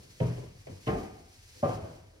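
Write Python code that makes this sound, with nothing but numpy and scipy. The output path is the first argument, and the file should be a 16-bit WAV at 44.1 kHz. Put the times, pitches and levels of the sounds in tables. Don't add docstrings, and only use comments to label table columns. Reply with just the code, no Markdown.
import sys
import numpy as np
from scipy import signal
from scipy.fft import rfft, irfft, next_fast_len
from scipy.io import wavfile

SR = 44100
rng = np.random.default_rng(int(sys.argv[2]) if len(sys.argv) > 2 else 0)


def materialize(psi):
    bounded = np.clip(np.atleast_2d(psi).T, -1, 1)
    quanta = np.round(bounded * 32767).astype(np.int16)
    wavfile.write(sys.argv[1], SR, quanta)


N = 97020
T = np.arange(N) / SR
BAND_EDGES_HZ = 25 * 2 ** (np.arange(29) / 3)
CENTRES_HZ = np.sqrt(BAND_EDGES_HZ[1:] * BAND_EDGES_HZ[:-1])

# pitch_hz, relative level per hertz [dB]
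HUM_SPECTRUM = [(25, -15), (45, 0), (68, -20), (98, 12.5), (140, -32), (200, -38), (500, -28.5),
                (2000, -31), (6000, -63)]
# pitch_hz, t60_s
ROOM_T60 = [(60, 1), (125, 0.71), (250, 0.73), (550, 0.67), (800, 0.77), (3000, 1)]
# pitch_hz, likeness [-1 opposite to 1 identical]
STEREO_LIKENESS = [(150, 0.97), (300, 0.91), (550, -0.32), (2000, 0.4), (5000, 0.39)]
# time_s, relative level_db
RUSTLE_SWELLS = [(0.0, -64), (0.26, -58.5), (0.54, -66.5), (0.8, -61.5), (0.87, -57.5), (1.0, -58.5),
                 (1.18, -67), (1.59, -59), (1.75, -58.5), (1.8, -65), (1.96, -64), (2.02, -69),
                 (2.2, -72.5)]
# pitch_hz, relative level per hertz [dB]
RUSTLE_SPECTRUM = [(500, -6), (1200, -15.5), (2300, -2.5), (3300, -5.5), (4400, -1), (5800, -1),
                   (6800, -4.5), (11300, -9.5), (13000, -10.5), (15500, -20.5)]
# start_s, level_db, pitch_hz, length_s
FLEXES = [(0.243, -51, 127, 0.025), (0.435, -48.5, 114, 0.074), (0.671, -45, 93.4, 0.14),
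          (.867, -30.5, 131.5, 0.035), (0.924, -38.5, 48, 0.081), (0.926, -45, 84.8, 0.19),
          (1.811, -36.5, 96, 0.055)]
# start_s, level_db, centre_hz, rise_s, t60_s
SCUFFS = [(0.201, -41, 2340, 0.001, 0.027), (0.201, -29, 480, 0.0034, 0.082),
          (.375, -43.5, 440, 0.0092, 0.13), (0.424, -44.5, 432, .015, 0.11),
          (0.668, -43, 550, 0.0031, 0.11), (0.668, -55.5, 2100, 0.0013, 0.11),
          (0.865, -45, 2320, 0.0018, 0.16), (.874, -44.5, 2700, .002, 0.069), (.872, -46, 1600, 0.016, .4),
          (1.539, -58, 390, 0.027, 1), (2.133, -61.5, 408, 0.0075, 0.76)]
# start_s, relative ring_db, relative knock_db, rise_s, surface [name]
FOOTFALLS = [(.203, -22.5, -22.5, 0.0013, "upper"), (0.371, -64, -47.5, 0.0028, "upper"),
             (0.669, -49.5, -37.5, 0.005, "upper"), (.867, -28.5, -20, 0.0088, "lower"),
             (1.626, -24.5, -20.5, 0.0049, "floor"), (1.830, -54, -45.5, 0.008, "floor")]
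SURFACE_MODES = { "upper": [(123.2, 0, 0.58), (164.6, -6, 0.52), (243, -12.5, 0.395), (415.5, -13, 0.4),
                 (508, -4.5, 0.12), (648, -10.5, 0.32), (940, -15, 0.23), (1037, -25.5, 0.41)],
                 "lower": [(128, 4, 0.073), (202, -6.5, 0.49), (281, -1.5, 0.26), (354, -13.5, 0.77),
                 (447, -2, 0.54), (602, -3.5, 0.4), (652, -9, 0.43), (770, -9, 0.77), (838, -14.5, 0.57),
                 (1060, -8, 0.44), (1210, -14, 0.73), (1630, -23, 0.32)], "floor": [(107.2, -9, 0.65),
                 (154, -14.5, 0.93), (231.5, 6.5, 0.082), (552, -4, 0.38), (581.4, 10, 0.083),
                 (647, -14.5, 0.86), (665, -10, 0.39), (731, -4, 0.37), (767, -8.5, 0.48), (845, -3.5, 0.1),
                 (1052, -11, 0.42), (1187, -11, 0.45), (1320, -21, 0.37)]}
KNOCK_SPECTRA = { "upper": [(30, -15), (70, -4.5), (125, 3), (240, -11), (520, -8.5), (750, -22),
                 (1000, -20), (1250, -32), (2000, -31.5), (2800, -33), (4000, -57)], "lower": [(30, -25),
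                 (70, -3.5), (125, 2), (240, 1.5), (430, 2.5), (530, -11.5), (800, 4.5), (950, -30),
                 (1150, -14.5), (1400, -24), (2000, -23.5), (2800, -28.5), (4000, -59)],
                 "floor": [(30, -25), (70, -10.5), (125, -1.5), (240, -8), (450, -6.5), (600, -1.5),
                 (820, -14), (1000, -16.5), (1300, -22), (1900, -32), (2800, -32.5), (4000, -61)]}

HUM_DB = -58.5
RUSTLE_OFFSET_DB, RUSTLE_FLICKER_DB, FLICKER_PER_S = 3.5, 1.31, 55
SCUFF_DB_PER_OCTAVE2 = 49
RIPPLE_DB, RIPPLE_SPACING_HZ = 2.5, 14
LINGER_DB, LINGER_T60_S = -53, 1
MODE_RISE_S = 0.012
MODE_SPREAD_RAD_PER_KHZ = 0.42
BEAT_CYCLES, BEAT_DEPTH_PER_KHZ = 20, .7
EARLY_DB, EARLY_T60_S = 4, 0.045
BASS_RISE_CYCLES = 1.9
TAIL_RISE_S = 0.032
TAIL_FLICKER_DB, TAIL_FLICKER_PER_S = 2, 60
LEFT_LAG_S, PAN_DB = 0.0001933, 0.5
LOW_CUT_HZ, CUTOFF_HZ = 30, 15900


def from_db(db):
    return 10 ** (np.asarray(db) / 20)


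def at_hz(points, hz):
    table_hz, values = np.transpose(points)
    return np.interp(np.log(hz), np.log(table_hz), values)


def decay(t, t60):
    return np.exp(-np.log(1000) * t / t60)


def rise(t, length):
    return np.sin(np.pi / 2 * np.clip(t / length, 0, 1)) ** 2


def wander(t, per_s):
    knots = np.arange(0, N / SR + 1, 1 / per_s)
    return np.interp(t, knots, rng.standard_normal(len(knots)))


def noise_bands(white):
    bands = []
    for k, hz in enumerate(CENTRES_HZ):
        band_pass = signal.butter(2, BAND_EDGES_HZ[k:k + 2], "band", fs=SR, output="sos")
        mid, side = signal.sosfilt(band_pass, white[k % 2])[:, -N:]
        alike = np.clip(at_hz(STEREO_LIKENESS, hz), -.99, .99)
        band = np.sqrt(1 + alike) * mid + np.sqrt(1 - alike) * side * [[1], [-1]]
        bands.append(band / band.std())
    return np.array(bands)


def band_gains(spectrum):
    gains = from_db(at_hz(spectrum, CENTRES_HZ)) * np.sqrt(CENTRES_HZ)
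    return gains / np.linalg.norm(gains)


def coloured(spectrum, bands):
    return np.tensordot(band_gains(spectrum), bands, 1)


def resonant(white):
    hz = np.fft.rfftfreq(white.shape[-1], 1 / SR)
    knots = np.arange(0, SR / 2, RIPPLE_SPACING_HZ)
    ripple = np.interp(hz, knots, rng.standard_normal(len(knots)))
    depth_db = RIPPLE_DB * np.clip(ripple, -2, 2)
    return irfft(rfft(white) * from_db(depth_db), white.shape[-1])


def room_hum(bands):
    return from_db(HUM_DB) * coloured(HUM_SPECTRUM, bands)


def clothes(bands):
    grain_db = RUSTLE_FLICKER_DB * wander(T, FLICKER_PER_S)
    swell_db = np.interp(T, *np.transpose(RUSTLE_SWELLS))
    return from_db(RUSTLE_OFFSET_DB + swell_db + grain_db) * coloured(RUSTLE_SPECTRUM, bands)


def flexing():
    out = np.zeros(N)
    for start_s, level_db, hz, length_s in FLEXES:
        t = T - start_s
        swell = np.sin(np.pi * np.clip(t / length_s, 0, 1)) ** 2
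        out += from_db(level_db) * swell * np.sin(2 * np.pi * hz * t)
    return out


def scuffs(bands):
    out = np.zeros((2, N))
    for start_s, level_db, centre_hz, rise_s, t60_s in SCUFFS:
        t = np.maximum(T - start_s, 0)
        octaves = np.log2(CENTRES_HZ / centre_hz)
        spectrum = np.column_stack([CENTRES_HZ, -SCUFF_DB_PER_OCTAVE2 * octaves ** 2])
        out += from_db(level_db) * rise(t, rise_s) * decay(t, t60_s) * coloured(spectrum, bands)
    return out


def ring(modes, t):
    out = 0
    for k, (hz, level_db, t60_s) in enumerate(modes):
        khz = hz / 10 ** 3
        gap = MODE_SPREAD_RAD_PER_KHZ * khz * (1 + .5 * rng.standard_normal())
        phase = gap * np.array([[-.5], [.5]])
        neighbours = rng.standard_normal(size=512) * np.exp(2j * np.pi * rng.random(size=512))
        drift = np.interp(t * hz / BEAT_CYCLES, np.arange(len(neighbours)), neighbours)
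        depth = BEAT_DEPTH_PER_KHZ * khz
        beats = (1 + depth * drift) / np.hypot(1, depth / 2)
        tone = np.imag(beats * np.exp(1j * (2 * np.pi * hz * t + phase)))
        out = out + (-1) ** k * from_db(level_db) * decay(t, t60_s) * tone
    return out * rise(t, MODE_RISE_S)


def knock(spectrum, rise_s, t, bands):
    out = 0
    early = from_db(EARLY_DB) * decay(t, EARLY_T60_S)
    for hz, gain, band in zip(CENTRES_HZ, band_gains(spectrum), bands):
        if hz < spectrum[-1][0]:
            flicker = from_db(TAIL_FLICKER_DB * wander(t, TAIL_FLICKER_PER_S))
            tail = rise(t, TAIL_RISE_S) * decay(t, at_hz(ROOM_T60, hz)) * flicker
            onset = rise(t, rise_s + BASS_RISE_CYCLES / hz)
            out = out + gain * onset * (early + tail) * band[:, -len(t):]
    return out / 2


def footsteps(bands):
    out = from_db(LINGER_DB) * decay(T, LINGER_T60_S) * coloured(KNOCK_SPECTRA["upper"], bands)
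    for start_s, ring_db, knock_db, rise_s, surface in FOOTFALLS:
        start = int(start_s * SR)
        t = T[:N - start]
        out[:, start:] += from_db(ring_db) * ring(SURFACE_MODES[surface], t)
        out[:, start:] += from_db(knock_db) * knock(KNOCK_SPECTRA[surface], rise_s, t, bands)
    return out


def scene():
    white = rng.standard_normal((2, 2, 2, next_fast_len(N + SR // 2)))
    air = noise_bands(white[0])
    wood = noise_bands(resonant(white[1]))
    left, right = room_hum(air) + clothes(air) + flexing() + scuffs(wood) + footsteps(wood)
    left = np.interp(T - LEFT_LAG_S, T, left)
    return np.array([from_db(PAN_DB) * left, from_db(-PAN_DB) * right])


def record(dry):
    low_cut = signal.butter(4, LOW_CUT_HZ, "high", fs=SR, output="sos")
    top_cut = signal.ellip(10, .1, 80, CUTOFF_HZ, fs=SR, output="sos")
    return signal.sosfilt(top_cut, signal.sosfilt(low_cut, dry))


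dry = scene()
out = record(dry)
materialize(out)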